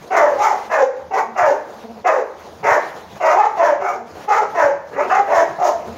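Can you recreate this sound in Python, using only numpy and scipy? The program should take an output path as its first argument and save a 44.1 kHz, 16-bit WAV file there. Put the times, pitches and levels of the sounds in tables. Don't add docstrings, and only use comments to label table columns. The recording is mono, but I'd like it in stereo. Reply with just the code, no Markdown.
import sys
import numpy as np
from scipy import signal
from scipy.fft import rfft, irfft
from scipy.io import wavfile
from scipy.ndimage import uniform_filter1d, minimum_filter1d

SR = 44100
rng = np.random.default_rng(int(sys.argv[2]) if len(sys.argv) > 2 else 0)


def ratio_of_db(decibels):
    return 10 ** (np.asarray(decibels, float) / 20)


def master(y):
    cut = np.clip(np.atleast_2d(y).T, -1, 1)
    pcm = np.round(cut * 32767)
    wavfile.write(sys.argv[1], SR, pcm.astype(np.int16))


N = 263277


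def evened(x):
    return x / np.sqrt(np.mean(x ** 2) + 1e-20)


def read(points, hz):
    f, value = np.transpose(points)
    return np.interp(np.log(hz + 1), np.log(f + 1), value)


def add(mix, start_s, sound):
    part = mix[..., round(start_s * SR):][..., :sound.shape[-1]]
    part += sound[..., :part.shape[-1]]


def colour(x, db_points):
    n = x.shape[-1]
    return irfft(rfft(x) * ratio_of_db(read(db_points, np.fft.rfftfreq(n, 1 / SR))), n)


def resonate(x, hz, width):
    turn = np.exp(2j * np.pi * np.cumsum(hz * np.ones(len(x))) / SR)
    r = np.exp(-np.pi * width / SR)
    smooth = signal.lfilter([(1 - r) ** 2], [1, -2 * r, r * r], x / turn + 1e-18)
    return 2 * (turn * smooth).real


def wobble(n, span):
    once = uniform_filter1d(rng.standard_normal(n), int(span))
    return evened(uniform_filter1d(once, int(span)))


def swells(rows):
    t = np.arange(N) / SR
    total = ratio_of_db(-61)
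    for start, length, db in rows:
        arch = np.sin(np.pi * np.clip((t - start) / length, 0, 1)).clip(0)
        total = total + ratio_of_db(db) * np.sqrt(arch)
    return 20 * np.log10(total)


# (frequency [Hz], left-right correlation [-1 to 1])
PORT_LIKENESS = [(30, 0.3), (70, 0.65), (180, 0.77), (550, 0.42), (1650, 0.09), (4970, -0.03),
                 (15000, -0.03)]


def spread(first, other, same):
    return np.array([first, same * first + np.sqrt(1 - same ** 2) * other])


def wash(db_points, patchy_db, flicker_db):
    frames, hz = N // 128 + 5, np.fft.rfftfreq(512, 1 / SR)
    a, b, c, d, patches = rng.standard_normal((frames, 257, 5)).T
    patches = evened(uniform_filter1d(uniform_filter1d(patches, 8, 0), 16, 1))
    same = np.clip(read(PORT_LIKENESS, hz), -1, 1)[:, None]
    z = spread(a + 1j * b, c + 1j * d, same)
    z = z * ratio_of_db(patchy_db * patches + flicker_db * wobble(frames, 9.3))
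    noise = signal.istft(z, nperseg=512, noverlap=384)[1][:, :N]
    return evened(colour(noise, db_points))


# (frequency [Hz], time to fall 60 dB [s])
WALL_RING = [(150, 1), (400, 0.45), (800, 0.59), (2000, 0.57), (5000, 0.49), (12000, 0.38)]


def room(x):
    taps = np.zeros((2, SR))
    at = np.arange(60, SR - 20, 20) + rng.integers(0, 20, (2, (SR - 61) // 20))
    np.put_along_axis(taps, at, rng.choice([-1., 1.], at.shape), 1)
    hz, t, z = signal.stft(taps, SR, nperseg=256)
    same = np.clip(read(PORT_LIKENESS, hz) - .12, 0, 1)[:, None]
    z = spread(z[0], z[1], same)
    near_corner = ratio_of_db(-60 * t / .15)
    far_walls = ratio_of_db(-6 - 60 * t / read(WALL_RING, hz)[:, None])
    tail = signal.istft(z * (near_corner + far_walls), SR, nperseg=256)[1]
    return signal.fftconvolve(x, tail / np.linalg.norm(tail[0]), axes=1)[:, :N]


# (time [s], level [dB])
TUSSLE = [(0, -50.5), (.2, -39), (.55, -40), (0.901, -51.5), (1.251, -54.5), (1.66, -48), (2.0, -52.5),
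          (2.35, -50), (2.55, -51), (2.83, -41), (3.1, -49.5), (3.572, -39), (3.962, -62), (4.17, -45.5),
          (4.55, -41.5), (4.8, -55.5), (5.14, -37.5), (5.97, -47)]
# (frequency [Hz], level [dB per Hz])
SCUFFLE_TONE = [(200, -10), (330, -1), (500, 1), (800, -0.5), (1300, -7.5), (2500, -15.5), (4600, -18.5),
                (6800, -20.5), (7800, -36), (10000, -33.5), (13000, -33.5), (15800, -34.5)]


def scuffle():
    level_db = np.interp(np.arange(N) / SR, *np.transpose(TUSSLE))
    return ratio_of_db(level_db + 12) * wash(SCUFFLE_TONE, patchy_db=2.0, flicker_db=1.8)


# (start [s], length [s], level [dB])
SHOVES = [(-.1, .2, -56), (.22, 0.13, -44.5), (.66, 0.88, -60), (1.38, 0.15, -45), (2.0, 0.22, -59),
          (2.6, .18, -43.5), (3.05, 0.77, -50.5), (3.55, 0.58, -59.5), (4.08, 0.71, -52), (4.5, 0.71, -56),
          (5.2, 0.43, -44), (5.7, 0.58, -49.5)]
# (frequency [Hz], level [dB per Hz])
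RUMBLE_TONE = [(25, -44), (45, -16), (80, 1), (130, 9.5), (200, 12), (320, -74.5)]


def rumble():
    return ratio_of_db(swells(SHOVES) + 4) * wash(RUMBLE_TONE, patchy_db=2.5, flicker_db=1.5)


# (start [s], length [s], level [dB])
HUMS = [
    (.88, 0.25, -53),
    (2.33, 0.25, -56),
    (2.88, 0.27, -60.5),
    (4.05, 0.43, -55),
    (5.72, 0.74, -38),
]


def hum():
    a, b = (evened(resonate(v, 82.4, 11)) for v in rng.standard_normal((N, 2)).T)
    return ratio_of_db(swells(HUMS) + 2 * wobble(N, 3000)) * np.array([a, .7 * a + .7 * b])


# (time [s], peak level [dB], frequency [Hz])
THUMPS = [
    (0.216, -36, 73.5),
    (1.427, -30.5, 117),
    (1.48, -33.5, 136),
    (2.715, -23.5, 121),
    (3.351, -40, 51.7),
    (4.643, -27, 115),
    (5.191, -37, 164),
    (5.379, -29.5, 101),
    (5.896, -38.5, 98),
]


def thumps():
    out, t = np.zeros(N), np.arange(3000) / SR
    for start, db, hz in THUMPS:
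        fade = ratio_of_db(db - 60 * t / 0.062)
        rise = np.minimum(t / 0.0019, 1)
        add(out, start, fade * np.sin(2 * np.pi * hz * t) * rise)
    return out * ratio_of_db([[2.], [-3.]])


def folds(hz, rough):
    n = len(hz)
    turns = np.cumsum(hz * (1 + (.01 + 0.13 * rough) * wobble(n, 120))) / SR
    pulses = sum(np.cos(2 * np.pi * k * turns) for k in range(1, 11))
    pulses = pulses * ratio_of_db(3.5 * rough * wobble(n, 250))
    puff = 0.33 + np.exp(-(turns % 1) / 0.13)
    air = puff * rng.standard_normal(n) * ratio_of_db(2.5 * wobble(n, 250))
    return (1 - rough) * evened(pulses) + rough * evened(air), air


# (start [s], length [s], level [dB])
GROWLS = [(.1, 0.23, -35.5), (.45, 0.39, -55), (1.0, 0.53, -49.5), (1.58, 0.49, -47), (2.38, 0.55, -54),
          (3.0, 0.3, -56), (3.75, 0.33, -44), (4.2, 0.28, -49), (4.95, 0.4, -40.5), (5.68, 0.38, -45)]
# (frequency [Hz], width [Hz], level [dB])
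GROWL_THROAT = [
    (222, 40, 0),
    (475, 70, -3),
    (695, 80, -5),
    (930, 120, -12),
]


def growl():
    drive, _ = folds(112 * (1 + .03 * wobble(N, 3000)), rough=.38)
    throat = sum(ratio_of_db(db) * resonate(drive, hz, width) for hz, width, db in GROWL_THROAT)
    throb_db = 5.7 * wobble(N, 1200)
    return ratio_of_db(swells(GROWLS) + throb_db) * evened(throat) * np.ones((2, 1))


def gesture(t, length, level_db, swell_s, sag_db):
    u = t / length
    swell = np.minimum(t / swell_s, 1)
    sag = np.maximum(t - swell_s, 0) / (length - swell_s)
    effort_db = level_db - 13 * (1 - swell) ** 2 + sag_db * sag ** 2
    wide = min(1.07 * swell_s / length, .7)
    opening = np.maximum(1 - u / wide, 0)
    shutting = np.maximum(u - wide, 0) / (1 - wide)
    jaws_db = -8.5 * opening - 18 * shutting ** 1.78
    chest_db = 15.5 * (2 * u - 1) ** 2
    return effort_db, jaws_db, chest_db


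# (frequency [Hz], level [dB per Hz])
RASP_TONE = [(1530, -20.5), (2600, -0.5), (3600, -4), (4310, -4.5), (4980, -1), (6390, 2), (6990, -1.5),
             (8250, -23), (10000, -22), (13000, -18.5), (15800, -23.5)]


def bark(row, pitch, rough, pan_db, second_hz, third_hz, open_db, breath_db):
    start, length, *push = row
    *partial_hz, chest_db = pitch
    t = np.arange(0, length, 1 / SR)
    effort_db, jaws_db, edge_db = gesture(t, length, *push)
    hz = np.polyval(np.polyfit([0, .5, 1], partial_hz, 2), t / length)
    drive, air = folds(hz / 2, rough)

    sink = (hz / hz.mean()) ** 1.12
    upper = ratio_of_db(-7) * resonate(drive, third_hz * sink, 327)
    upper = upper - resonate(drive, second_hz * sink, 380)
    upper = upper + ratio_of_db(-8) * resonate(drive, 1580 * sink, 730)
    upper = upper - ratio_of_db(-13 - 150 * t) * resonate(drive, 2800 - 4000 * t, 450)

    mouth = resonate(drive, hz, 260) + resonate(drive, 797, 430)
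    mouth = mouth + resonate(drive, hz, 110)
    chest = resonate(.5 * drive + evened(air), np.maximum(hz / 2, 370), 340)
    rasp_db = breath_db + 0.56 * jaws_db + 2.9 * wobble(len(t), 670)
    rasp = np.minimum(t / 0.018, 1) * evened(colour(air, RASP_TONE))

    voice = evened(mouth) - ratio_of_db(chest_db + edge_db) * evened(chest)
    voice = voice + ratio_of_db(open_db + jaws_db) * evened(upper) + ratio_of_db(rasp_db) * rasp
    edges = np.clip(np.minimum(t / .011, (length - t) / 0.013), 0, 1)
    pan = ratio_of_db(np.array([[1], [-1]]) * np.clip(pan_db, -3, 5) / 2)
    return start, ratio_of_db(effort_db) * voice * edges * pan


# (start [s], length [s], effort [dB], swell [s], sag over the hold [dB])
BARKS = [(.1, .25, -10.5, 0.077, -9.5), (0.368, .19, -12.5, 0.085, -18), (0.691, 0.16, -17, 0.035, 14),
         (1.103, 0.12, -15, 0.088, -12.5), (1.349, 0.18, -14.5, 0.059, 6.5), (2.039, .18, -12, 0.038, -7.5),
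         (2.626, 0.16, -13.5, 0.075, -1.5), (3.196, .18, -11.5, 0.085, -5.5),
         (3.354, .125, -7.5, 0.058, -2.5), (3.561, .21, -10.5, 0.075, -17.5),
         (3.788, .2, -20.5, 0.068, -12.5), (4.274, 0.17, -13.5, 0.055, -2), (4.539, 0.16, -11.5, 0.071, -3),
         (4.909, 0.16, -21.5, 0.097, -12.5), (5.09, .13, -18.5, 0.0087, 11.5),
         (5.268, .17, -9.5, 0.13, 2.5), (5.578, 0.13, -11.5, 0.077, 0)]
# (strongest partial at start, middle, end [Hz] = twice the fold rate; chest [dB])
PITCH = [(741.5, 640, 530, -23.5), (749, 855, 640, -20), (671, 595, 515, -30.5), (826, 800, 840, -14),
         (781, 655, 545, -26), (731.5, 590, 455, -18), (770, 665, 619, -14), (710, 655, 726, -19.5),
         (801, 858, 870, -31.5), (716, 630, 579, -41), (705, 735, 699, -12), (826, 872, 880, -18.5),
         (701, 635, 535, -20), (454, 570, 806, -3.5), (638.7, 790, 797, -19), (638, 690, 560, -22.5),
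         (740, 690, 650, -24.5)]
ROUGH = [.6, .58, .5, .62, .6, .55, .7, .6, .42, .5, .75, .52, .5, .7, .4, .6, .6]
# (left-right [dB], second throat resonance [Hz], third [Hz], mouth opening [dB], rasp [dB])
VOICES = [(0.5, 1120, 1790, -2.5, -23), (0.5, 1100, 1910, -3.5, -19), (0.5, 1007, 1630, 1, -23),
          (-0.5, 1070, 1950, -2, -24), (0, 1054, 1730, -0.5, -23.5), (0, 1045, 1660, -2.5, -23.5),
          (-0.5, 973, 1854, 5.5, -19.5), (-0.5, 1100, 1970, -0.5, -21.5), (1, 1170, 1820, -8, -29),
          (-1, 1080, 1680, -5.5, -25.5), (0, 1230, 2070, -2, -22.5), (-0.5, 1275, 1920, -2.5, -22),
          (-0.5, 1010, 1650, -1, -21.5), (1.5, 1020, 2050, 2.5, -25), (0.5, 1250, 1840, 2, -23.5),
          (-1.5, 996, 1730, -2, -23.5), (0.5, 1240, 1760, -12, -21)]


def barking():
    places = np.zeros((3, 2, N))
    for k, (row, pitch, rough, voice) in enumerate(zip(BARKS, PITCH, ROUGH, VOICES)):
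        add(places[k % 3], *bark(row, pitch, rough, *voice))
    return colour(places, [(100, -50), (200, -26), (300, -13), (380, 0)])


def ducking(loud):
    power_db = 10 * np.log10(abs(uniform_filter1d((loud ** 2).mean(0), 2400)) + 1e-9)
    fall = np.arange(N) * 110. / SR
    return np.maximum(np.maximum.accumulate(power_db + fall) - fall + 38, 0)


def hold_down(x):
    power_db = 10 * np.log10(abs(uniform_filter1d((x ** 2).mean(0), size=160)) + 1e-9)
    back = np.arange(N) * 70 / SR
    over_db = np.maximum(np.maximum.accumulate(power_db + back) - back + 9, 0)
    return x / ratio_of_db(.75 * uniform_filter1d(over_db, size=100))


def squelch(x, below_db):
    hz, t, z = signal.stft(x, SR, nperseg=2048)
    band_db = 10 * np.log10(uniform_filter1d(abs(z) ** 2, size=9, axis=1) + 1e-16)
    masked = band_db < band_db.max(1, keepdims=True) - below_db
    dropped = masked & (hz[:, None] > 2800)
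    return signal.istft(z * np.where(dropped, ratio_of_db(-25), 1), SR, nperseg=2048)[1][:, :N]


def scene():
    low = growl()
    quiet = scuffle() + rumble() + hum()
    quiet = quiet + ratio_of_db(1.5) * low + ratio_of_db(-5.5) * room(low)
    loud = sum(ratio_of_db(-4) * dogs + ratio_of_db(1) * room(dogs) for dogs in barking())
    return loud + thumps() + quiet / ratio_of_db(.32 * ducking(loud))


def top_cut(x):
    return signal.sosfilt(signal.butter(12, 16370, fs=SR, output="sos"), x)


# (frequency [Hz], left-right [dB])
PORT_BALANCE = [(30, 11), (80, 5), (200, 3), (640, 1.5), (1400, .3), (3100, 1.5), (6500, 3), (8000, 9),
                (15000, 9)]


def record(dry):
    tilt_db = read(PORT_BALANCE, np.fft.rfftfreq(N, 1 / SR)) * np.array([[.5], [-.5]])
    x = hold_down(irfft(rfft(dry) * ratio_of_db(tilt_db), N))
    headroom = minimum_filter1d(1 / np.maximum(abs(x), 1), size=301)
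    x = x * uniform_filter1d(headroom, size=201)
    x = colour(squelch(x, below_db=57), [(12, -36), (55, 0), (15800, 0), (15900, -70)])
    return top_cut(x)


dry = scene()
out = record(dry)
master(out)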